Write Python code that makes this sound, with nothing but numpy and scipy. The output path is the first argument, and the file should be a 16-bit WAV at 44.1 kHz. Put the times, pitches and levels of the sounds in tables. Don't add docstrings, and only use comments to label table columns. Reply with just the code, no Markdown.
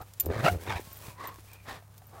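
import sys
import numpy as np
from scipy import signal
from scipy.fft import rfft, irfft
from scipy.io import wavfile
from scipy.ndimage import uniform_filter1d

SR = 44100
rng = np.random.default_rng(int(sys.argv[2]) if len(sys.argv) > 2 else 0)


def rack_gain(trim_db):
    fader = np.asarray(trim_db, float)
    return 10 ** (fader / 20)


def int16_out(signal):
    q = np.round(np.clip(np.atleast_2d(signal).T, -1, 1) * 32767)
    wavfile.write(sys.argv[1], SR, q.astype(np.int16))


N = 97020

# (frequency [Hz], relative density [dB per Hz])
HISS_SPECTRUM = [(150, 2), (1000, 4), (2450, -3.5), (2950, -7), (3600, -4), (6000, -12.5), (16000, -20)]
# (time [s], level [dB])
LEGWORK = [(0, -61.5), (.19, -57.5), (.255, -52), (.29, -64), (.52, -41.5), (.57, -55.5), (.95, -53),
           (1.04, -44.5), (1.07, -50), (1.1, -48.5), (1.18, -67), (1.385, -56.5), (1.54, -59),
           (1.58, -62.5), (1.76, -62), (1.82, -67.5), (2.2, -61)]
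WOBBLE_HZ = 24.6


def evened(x):
    return x / np.sqrt(np.mean(x ** 2) + 1e-20)


def add(mix, s, sound):
    part = mix[max(round(s * SR), 0):][:len(sound)]
    part += sound[:len(part)]


def resonate(x, hz, width):
    turn = np.exp(2j * np.pi * np.cumsum(hz * np.ones(len(x))) / SR)
    r = np.exp(-np.pi * abs(width) / SR)
    return 2 * (turn * signal.lfilter([1 - r], [1, -r], x / turn)).real


def coloured(x, points):
    hz = np.fft.rfftfreq(len(x), 1 / SR)
    f, db = np.transpose(points)
    gain = rack_gain(np.interp(np.log(hz + 1), np.log(f + 1), db))
    return evened(irfft(rfft(x) * gain, len(x)))


def wander(count, hz):
    width = max(int(SR / hz / 2), 1)
    smooth = uniform_filter1d(rng.standard_normal(count + 2000), width)
    return evened(uniform_filter1d(smooth, width))[1000:-1000]


def curves(rows):
    s, *cols = np.transpose(rows)
    t = np.arange(N) / SR
    return [np.interp(t, s, c) for c in cols] + [(t > s[0]) & (t < s[-1])]


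def yard():
    # (frequency [Hz], relative density [dB per Hz])
    air_spectrum = [(25, -16), (150, 2.5), (250, -15.5), (1000, -13), (3000, -31.5), (16000, -29)]
    hum_hz, hum_db, air_db = 100, -55, -61.5
    rumble_hz, rumble_width_hz = 67, 13
    hum = rack_gain(hum_db) * np.sqrt(2) * np.sin(2 * np.pi * hum_hz * np.arange(N) / SR)
    low = resonate(rng.standard_normal(N), rumble_hz, rumble_width_hz)
    low = resonate(low, rumble_hz, rumble_width_hz)
    rumble = rack_gain(-33.5 + 0.49 * curves(LEGWORK)[0]) * evened(low)
    air = rack_gain(air_db + 2 * wander(N, 2.0)) * coloured(rng.standard_normal(N), air_spectrum)
    return hum + rumble + air


def rustle():
    # (frequency [Hz], relative density [dB per Hz])
    grass_spectrum = [(120, 4), (300, -1.5), (900, -3.5), (5000, -8), (16000, -8)]
    grains_per_s, grain_spread_db = 5000, 5
    snap_size = rack_gain(grain_spread_db * np.minimum(rng.exponential(1, N), 5))
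    struck = rng.random(N) < grains_per_s / SR
    snaps = snap_size * struck * rng.standard_normal(N)
    brushing = coloured(snaps + 1.38 * rng.standard_normal(N), grass_spectrum)
    return rack_gain(curves(LEGWORK)[0] + 2 * wander(N, 25)) * brushing


def thud(s, db, hz):
    t60_s, attack_s, puff_db = 0.037, 0.0022, -7
    t = np.arange(3000) / SR
    push = np.sin(2 * np.pi * hz * t)
    puff = rack_gain(puff_db) * coloured(rng.standard_normal(len(t)), HISS_SPECTRUM)
    return s, rack_gain(db - 60 * t / t60_s) * np.minimum(t / attack_s, 1) * (push + puff)


def clink(s, ring_db, click_db):
    # (frequency [Hz], relative level [dB], 60 dB decay time [s])
    tag_modes = [(2640, -17, 0.012), (7250, -2, 0.023), (9950, -4, 0.022), (13620, 7, 0.017),
                 (13890, 7.5, 0.048)]
    body_under_hz, soft_loss, hard_db = 12000, 0.87, -23.5
    click_hz, click_t60_s = 2760, 0.033
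    t = np.arange(4000) / SR
    body_db = click_db + soft_loss * (click_db - hard_db)
    ring = 0
    for hz, db, t60 in tag_modes:
        luck_db, phase = rng.random(2) * (2.0, 1)
        drive_db = body_db if hz < body_under_hz else ring_db
        ring = ring + rack_gain(drive_db + db + luck_db - 60 * t / t60) * np.sin(2 * np.pi * (hz * t + phase))
    highpass = signal.butter(2, click_hz, "high", fs=SR, output="sos")
    tick = signal.sosfilt(highpass, rng.standard_normal(len(t)))
    tick = rack_gain(click_db - 3.0 - 60 * t / click_t60_s) * tick
    return s, (ring * np.minimum(t / 0.0008, 1) + tick) / 2


def whistle(start, length, hz, db):
    t = np.arange(0, length, 1 / SR)
    swell = np.sin(np.pi * (t / length) ** 2) ** .5
    return start, rack_gain(db) * swell * np.sin(2 * np.pi * hz * t)


def pant(start, length, db, side_hz, main_hz, other_side_hz, rising, hiss_db, side_db):
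    pant_widths = (260, 190, 260)
    fade_db, wobble = -26, .025
    u = np.arange(0, length, 1 / SR) / length
    count = len(u)
    away = np.where(u < rising, 1 - u / rising, (u - rising) / (1 - rising))
    air = rng.standard_normal((2, 12000))[:, :count] * rack_gain(2.1 * wander(12000, 63))[:count]
    mouth = 0
    for hz, width, gain_db in zip((side_hz, main_hz, other_side_hz), pant_widths, (side_db, 0, side_db)):
        moved = hz * (1 + wobble * wander(12000, WOBBLE_HZ)[:count])
        mouth = mouth + rack_gain(gain_db) * resonate(resonate(air[0], moved, width), moved, 1.16 * width)
    breath = evened(mouth) + rack_gain(hiss_db) * coloured(air[1], HISS_SPECTRUM)
    return start, rack_gain(db + fade_db * away ** 1.92) * breath


def yelp():
    # (time [s], pitch [Hz], level [dB])
    yelp_rows = [(.457, 640, -40), (.465, 666.3, -16), (.474, 694.7, -33.5), (.484, 695.5, -17.5),
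                 (.492, 707, -38), (.499, 719, -25.5), (.512, 718, -40), (.55, 692, -47.5)]
    harmonics = (2, 2, -20, -7.5)
    overtones_grow, hoarse = 0.64, 0.031
    hz, db, voiced = curves(yelp_rows)
    turns = np.cumsum(hz * (1 + hoarse * wander(N, 150))) / SR
    voice = 0
    for k, g in enumerate(harmonics):
        effort_db = overtones_grow * (k > 0) * (db - db.max())
        voice = voice + rack_gain(g + effort_db) * np.sin(2 * np.pi * (k + 1) * turns)
    return voiced * rack_gain(db) * voice


def growl():
    # (time [s], pitch [Hz], chest tone [dB], throat rattle [dB])
    voice_rows = [(.222, 70, -52, -58), (.245, 70, -40, -41), (.285, 73, -31, -36), (.31, 83.6, -31, -29.5),
                  (.33, 112, -47, -42.5), (.385, 112.9, -31, -43.5), (.42, 119, -40, -50),
                  (.45, 151.8, -27.5, -39), (.475, 118.5, -44, -34), (.505, 95.3, -31, -44),
                  (.56, 87.5, -29.5, -40.5), (.6, 75.54, -48.5, -51), (.65, 95.34, -45, -52.5),
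                  (.695, 100, -35, -39.5), (.765, 88, -43.5, -63), (.8, 87.8, -64, -39.5)]
    # (time [s], level [dB], lowest mouth resonance [Hz])
    breath_rows = [(.3, -52, 600), (.316, -41.5, 570), (.35, -38, 556), (.385, -40.5, 560),
                   (.425, -38.5, 590), (.448, -26.5, 670), (.466, -26, 670), (.488, -27, 730),
                   (.5, -49.5, 660), (.565, -57, 650), (.645, -57.5, 860), (.668, -45.5, 852),
                   (.697, -34, 934), (.722, -33.5, 833), (.752, -43, 805), (.766, -38, 930), (.8, -46, 893),
                   (.83, -67, 789.6)]
    # (frequency [Hz], width of each of two passes [Hz], relative level [dB])
    throat_rows = [(370, 247, 3.5), (497, 73, -4)]
    # (frequency [Hz], width of the first pass [Hz], relative level [dB])
    mouth_rows = [(664, 213, 9), (1356, 142, 2.5), (1876, 305, -0.5), (2676, 263, -7), (4070, 1200, -18)]
    jitter, gate, rasp, wobble = 0.0702, 0.33, 0.63, 0.048
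    flutter_db, flutter_hz, chest_flutter_db, octave_db = 2, 70, 3.5, -11
    upper_follow = 0.82
    hiss_grows, lowest_grows = 0.11, 0.16
    hz, chest_db, throat_db, voiced = curves(voice_rows)
    breath_db, mouth_hz, blowing = curves(breath_rows)
    turns = np.cumsum(hz * (1 + jitter * wander(N, 40.7))) / SR

    gating = 1 + gate * np.cos(2 * np.pi * turns)
    air = rng.standard_normal((3, N)) * gating * rack_gain(flutter_db * wander(N, flutter_hz))
    pulses = np.diff(np.floor(turns), prepend=0)
    pulses = evened(pulses * rack_gain(4.1 * wander(N, 73))) + rasp * air[2]
    throat = sum(rack_gain(db) * resonate(resonate(pulses, f, w), f, w) for f, w, db in throat_rows)

    mouth = 0
    opening = mouth_hz / mouth_rows[0][0]
    for k, (f, w, db) in enumerate(mouth_rows):
        moved = f * opening ** (upper_follow if k else 1) * (1 + wobble * wander(N, WOBBLE_HZ))
        effort_db = (k == 0) * lowest_grows * (breath_db - breath_db.max())
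        band = resonate(resonate(air[0], moved, w), moved, 3 * w)
        mouth = mouth + (-1) ** k * rack_gain(db + effort_db) * band
    breath = evened(mouth) + rack_gain(-2.5 + hiss_grows * breath_db) * coloured(air[1], HISS_SPECTRUM)

    octave = rack_gain(octave_db) * np.sin(2 * 2 * np.pi * turns)
    chest = np.sqrt(2) * (np.sin(2 * np.pi * turns) + octave)
    chest = rack_gain(chest_db + chest_flutter_db * wander(N, 43.5)) * chest
    voice = chest + rack_gain(throat_db) * evened(throat)
    return voiced * voice + blowing * rack_gain(breath_db) * breath


def scene():
    # (time [s], level before decay [dB], push frequency [Hz])
    paw_rows = [(.012, -34.5, 92), (.872, -40, 168.2), (1.082, -33, 109), (1.384, -41.5, 327),
                (1.823, -49, 696), (2.018, -46, 743)]
    # (time [s], ring [dB], click [dB])
    clink_rows = [(0.0179, -49, -48), (0.136, -66, -35.5), (0.1987, -21, -20), (0.206, -21, -22),
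                  (0.2589, -35.5, -30), (0.929, -40.5, -41), (.970, -41.5, -51), (1.273, -36, -38),
                  (1.532, -49, -37), (1.9792, -54, -40), (2.068, -50, -54)]
    # (start [s], length [s], pitch [Hz], peak level [dB])
    whistle_rows = [(0.834, 0.11, 1080, -56), (1.241, 0.14, 1095, -55)]
    # (start [s], length [s], level [dB], one side, the main and another side mouth
    # resonance, in no order of pitch [Hz], share of the length spent rising,
    # hiss relative to the mouth [dB], side resonances relative to the main [dB])
    pant_rows = [(0.0, 0.039, -39.5, 460, 740, 1246, 0.16, -36, -4.5),
                 (.97, 0.26, -54, 550, 950, 2470, 0.32, -5.5, -6.5),
                 (1.155, 0.22, -41, 1910, 1057, 400, 0.38, -5, -11),
                 (1.451, 0.25, -58.5, 960, 2400, 1870, 0.29, -2, -12.5),
                 (1.644, 0.17, -44, 1750, 746, 1080, 0.31, 2, -3.5),
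                 (2.105, 0.2, -50, 1100, 727, 493, 0.2, -14.5, -5.5)]
    mix = yard() + rustle() + yelp() + growl()
    sources = ((thud, paw_rows), (clink, clink_rows), (whistle, whistle_rows), (pant, pant_rows))
    for source, table in sources:
        for row in table:
            add(mix, *source(*row))
    return mix[None]


def band_limit(x):
    return signal.sosfilt(signal.butter(12, 16970, fs=SR, output="sos"), x)


def record(dry):
    lowpass = signal.firwin(255, 16000, fs=SR)
    finished = signal.oaconvolve(dry, lowpass[None], "same")
    return band_limit(finished)


dry = scene()
out = record(dry)
int16_out(out)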